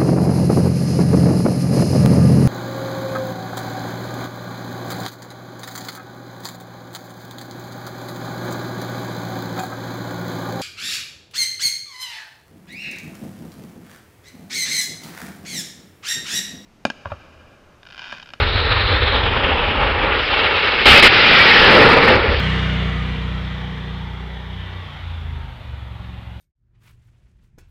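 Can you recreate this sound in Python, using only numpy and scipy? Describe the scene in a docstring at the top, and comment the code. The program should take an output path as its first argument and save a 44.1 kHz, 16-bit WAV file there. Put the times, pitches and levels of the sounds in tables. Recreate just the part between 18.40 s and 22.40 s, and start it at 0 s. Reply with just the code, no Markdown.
"""A jet dragster launches on afterburner and passes close to a microphone in the stands.
First come the hiss of the compressor, the rumble of the flame and a throbbing exhaust roar.
As the car nears, the hiss fades, turbine whines sink in pitch, and twice the sound jumps and clips flat.
Around 3 s the car is alongside: the exhaust tears and overloads the microphone lopsidedly.
Last, the roar deepens and fades as the tail turns towards us."""
import sys
import numpy as np
from scipy import signal
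from scipy.fft import rfft, irfft
from scipy.io import wavfile
from scipy.ndimage import uniform_filter1d

SR = 44100
rng = np.random.default_rng(int(sys.argv[2]) if len(sys.argv) > 2 else 0)


def transcribe(u):
    """Save the signal u as a 16-bit wav file named by the first command-line argument.

    u: samples, shape (n,) or (channels, n), limited to [-1, 1]; the rate is SR.
    q: integer samples, one column per channel.
    """
    v = np.clip(np.atleast_2d(u).T, -1, 1)
    q = np.round(v * 32767).astype(np.int16)
    wavfile.write(sys.argv[1], SR, q)


N = 176400
TIME = np.arange(N) / SR
HZ = np.fft.rfftfreq(N, 1 / SR)

# How loud the exhaust is (time [s], level [dB])
ROAR_LEVEL = [(0, -18), (.09, -25), (.24, -22), (.32, -22), (.9, -21.5), (1.1, -20), (1.33, -22),
              (1.72, -18.5), (1.87, -19.5), (1.98, -17.5), (2.15, -18.5), (2.44, -15.5), (2.7, -9.5),
              (2.83, -6), (3.0, -1.5), (3.27, -0.5), (3.53, -5.5), (3.62, -10), (3.7, -6), (3.8, -15),
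              (3.9, -17.5), (4, -21.5)]
# Which side of the jet faces us (time [s], side [0 or less = nose ... 5 = far tail])
FACING_SIDE = [(0, 1.5), (.7, 1), (1.03, -9.5), (1.86, 3), (1.93, 2), (2.38, 2.5), (2.5, 3), (2.75, 3),
               (3.17, 3), (3.31, 3.5), (3.43, 4), (3.72, 4), (3.84, 4.5), (4, 3)]
# Tone of the roar from each of the six sides (frequency [Hz], relative level [dB])
NOSE = [(30, -10.5), (190, -5.5), (400, -1), (900, 1), (1400, -1.5), (2200, -1), (3000, -3.5),
        (4000, -11.5), (5000, -21.5)]
FRONT = [(30, -19.5), (190, -11.5), (400, 0), (900, -2), (1400, 1), (2200, 1.5), (3000, -2.5), (4000, -8),
         (5000, -23.5)]
FRONT_QUARTER = [(30, -24), (190, -12.5), (400, 0.5), (900, -0.5), (1400, 0.5), (2200, 1), (3000, 2.5),
                 (4000, -4), (5000, -13.5)]
FLANK = [(30, -10), (190, -11.5), (400, -6.5), (500, -9.5), (700, -5.5), (1000, -10.5), (1400, -4),
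         (2200, -1), (3000, -2), (4000, -6.5), (5000, -11)]
TAIL = [(30, -11), (190, -4.5), (300, -5.5), (450, -0.5), (900, -6), (1400, -6), (2200, -4), (3000, -10.5),
        (4000, -13), (5000, -18.5)]
FAR_TAIL = [(30, -10), (210, -18), (420, -1.5), (1000, -13.5), (1400, -8), (2200, -6.5), (3000, -12),
            (4000, -18), (5000, -26)]
# Peaks and dips from sound bouncing off the track and stands (frequency [Hz], gain [dB])
REFLECTIONS = [(260, 1), (340, -1.5), (420, 2), (490, 3.5), (570, 1.5), (700, -5.5), (830, 2.5),
               (1040, -1.5), (1350, 2), (1600, -2), (1850, -0.5), (2030, -3), (2230, -1.5), (2480, -1.5),
               (2700, -0.5), (3200, -1)]
def exhaust(throb_db):
    """Swirling gas roars, and its tone changes as we hear the car from nose to tail."""
    sides = [NOSE, FRONT, FRONT_QUARTER, FLANK, TAIL, FAR_TAIL]
    noise = colour(turbulence(), REFLECTIONS)
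    facing = np.clip(curve(FACING_SIDE), 0, len(sides) - 1)
    roar = np.zeros(N)
    for k, side in enumerate(sides):
        share = np.maximum(1 - abs(facing - k), 0)  # neighbouring sides blend
        roar += share * unit(colour(noise, side))
    return roar * amp(curve(ROAR_LEVEL) + throb_db)


def turbulence(depth_db=1.0):
    """Noise that swells and fades in short patches of pitch, like swirls in the jet."""
    bands = signal.stft(rng.standard_normal(N), nperseg=512, noverlap=384)[2]
    patches = uniform_filter1d(rng.standard_normal(bands.shape), size=9, axis=0)  # smooth over pitch
    patches = unit(uniform_filter1d(patches, size=10, axis=1))  # then over time
    return signal.istft(bands * amp(depth_db * patches), nperseg=512, noverlap=384)[1][:N]


# Strong throbs of the flame; below zero is a dip (time [s], strength [relative])
THROBS = [(0.164, 2.5), (0.315, 3.5), (0.378, 1.5), (0.48, 4), (0.531, 4), (0.611, -1.5), (0.681, 5.5),
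          (0.759, 6.5), (0.869, 4), (0.96, 2.5), (1.037, 3.5), (1.1, 1), (1.174, 0), (1.301, 1.5),
          (1.422, 7), (1.459, 1.5), (1.505, 3.5), (1.581, 0.25), (1.633, 1.5), (1.749, 2.5), (1.941, 5.5),
          (1.995, 3.5), (2.06, 5), (2.169, 7.5), (2.27, 1.2), (3.83, -2.5)]
def flame_throb(width_s=.017, flutter_db=0.93):
    """Uneven burning moves the level, in dB: strong throbs over a quick random flutter."""
    throbs = sum(strength * np.exp(-((TIME - at) / width_s) ** 2) for at, strength in THROBS)
    return 0.62 * throbs + flutter_db * wander(rate_hz=30)


# How loud the rumble is (time [s], level [dB])
RUMBLE_LEVEL = [(0, -18.5), (.3, -22.5), (.8, -23), (1.5, -25.5), (1.85, -31.5), (2.38, -36), (2.52, -30.5),
                (2.8, -31.5), (3.3, -22), (3.65, -28), (4, -21.5)]
# Tone of the rumble (frequency [Hz], relative level [dB])
RUMBLE_TONE = [(15, -21.5), (28, -10.5), (40, -2), (68, -0.5), (102, -5), (140, -18.5), (200, -28),
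               (400, -34.5)]
def afterburner(throb_db):
    """The flame rumbles low and swells with each throb."""
    rumble = unit(colour(rng.standard_normal(N), RUMBLE_TONE))
    return rumble * amp(curve(RUMBLE_LEVEL) + throb_db)


# Three whines, one list each (time [s], pitch [Hz], level [dB])
WHINES = [
    [(.22, 1830, -41.5), (.35, 1856, -36.5), (.65, 1820, -38.5), (.85, 1936, -41.5)],
    [(1.8, 2263, -44), (2.2, 2203, -29.5), (2.45, 2172, -27.5), (2.75, 2086, -24.5), (3.03, 1908, -12.5),
     (3.18, 1848, -9), (3.3, 1660, -20)],
    [(1.9, 2736, -31), (2.4, 2682, -33), (2.75, 2468, -25.5), (3.03, 2299, -10), (3.25, 2178, -19.5)],
]
def turbine():
    """Spinning blades whine: one faint tone at the launch, then two that sink as the car passes."""
    return sum(whistle(track, width_hz=24) for track in WHINES)


# Path of the hiss (time [s], centre pitch [Hz], level [dB])
HISS = [(0, 3870, -27.5), (.45, 3850, -25), (.75, 3634, -26.5), (.95, 3187, -30.5), (1.3, 2890, -27),
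        (1.8, 2820, -51.5)]
def compressor(throb_db):
    """The compressor hisses ahead of the car, pulsing with the flame."""
    return whistle(HISS, width_hz=450) * amp(1.3 * throb_db)


def whistle(track, width_hz, shake_hz=65, fade_s=.03):
    """A band of noise that follows a track; close by, the jet's swirls shake its pitch."""
    roar_db = curve(ROAR_LEVEL)
    nearness = np.minimum(2 * amp(roar_db - roar_db.max()), 1)
    pitch_hz = curve(track) + shake_hz * nearness * wander(rate_hz=110)
    phase = 2 * np.pi * np.cumsum(pitch_hz) / SR
    band = wander(width_hz) * np.cos(phase) + wander(width_hz) * np.sin(phase)
    outside_s = abs(TIME - np.clip(TIME, track[0][0], track[-1][0]))  # time beyond the track's ends
    return band * amp(curve(track, column=2)) * np.exp(-outside_s / fade_s)


def amp(db):
    """Turns decibels into a gain to multiply by."""
    return 10 ** (np.asarray(db) / 20)


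def unit(x):
    """Scales a signal to an average size (rms) of 1."""
    return x / np.sqrt(np.mean(x ** 2) + 1e-20)


def curve(points, column=1):
    """Joins a table's points with straight lines, one value per sample."""
    points = np.array(points)
    return np.interp(TIME, points[:, 0], points[:, column])


def colour(x, points):
    """Turns frequencies up or down by a table of (frequency [Hz], gain [dB])."""
    hz, db = np.transpose(points)
    gain_db = np.interp(np.log(HZ + 1), np.log(hz), db)
    return irfft(rfft(x) * amp(gain_db), N)


def wander(rate_hz):
    """Smooth random wobble, up to about the given rate."""
    keep_slow = np.exp(-(HZ / rate_hz) ** 2 / 2)
    return unit(irfft(rfft(rng.standard_normal(N)) * keep_slow, N))


def scene():
    """The whole engine, heard from the stands."""
    throb_db = flame_throb()
    return (exhaust(throb_db) + afterburner(throb_db) + turbine() + compressor(throb_db))[None]


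# Sudden boosts into the microphone (start [s], end [s], first gain [dB], last gain [dB])
JUMPS = [(2.4565, 2.603, 13, 10), (2.625, 2.673, 15.5, 12)]
def level_jumps(release_s=.006):
    """Gain in dB: the level leaps at once, sags, and drops back quickly."""
    jump_db = np.zeros(N)
    for start, end, first_db, last_db in JUMPS:
        sag_db = np.interp(TIME, [start, end], [first_db, last_db])
        release = np.exp(-np.maximum(TIME - end, 0) / release_s)
        jump_db += (TIME >= start) * sag_db * release
    return jump_db


def microphone(x, limit=0.53, sharpness=6.9, lag_s=1):
    """Long loud sound pushes the microphone off centre, so one side of the wave is squashed more."""
    memory = np.exp(-1 / (lag_s * SR))
    recent_level = signal.lfilter([1 - memory], [1, -memory], abs(x))
    x = x + 0.57 * recent_level
    x = x / (1 + abs(x / limit) ** sharpness) ** (1 / sharpness)
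    recentre = signal.butter(1, 22, "high", fs=SR, output="sos")  # cuts below 22 Hz
    return signal.sosfilt(recentre, x)


def clip_flat(x, bend_from=.66, ceiling=.745):
    """The overloaded recorder lets small waves through and flattens big ones."""
    headroom = ceiling - bend_from
    clean = np.clip(x, -bend_from, bend_from)
    return clean + headroom * np.tanh((x - clean) / headroom)


# How the recorder loses treble (frequency [Hz], gain [dB])
TREBLE_LOSS = [(2500, 1), (4300, -3), (5100, -4), (5400, -11), (5600, -18.5), (5850, -14.5), (6200, -36),
               (6600, -74), (7500, -87)]
# Tone of the sound after clipping (frequency [Hz], gain [dB])
CLIPPED_TONE = [(3000, 0.5), (5000, 1), (6200, -5.5), (8500, -4), (11000, -1.5), (15000, 0)]
def record(dry):
    """The microphone squashes the sound; the recorder dulls it, clips it and cuts the highest treble."""
    jump_db = level_jumps()
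    x = microphone(dry[0] * amp(jump_db))
    x = colour(x, TREBLE_LOSS)
    x = clip_flat(x * amp(0.5 + 0.3 * jump_db))  # the jumps also lift the squashed sound
    x = colour(x, CLIPPED_TONE)
    top_cut = signal.firwin(511, cutoff=15800, window=("kaiser", 9), fs=SR)
    return signal.oaconvolve(x, top_cut, "same")[None]


dry = scene()
out = record(dry)
transcribe(out)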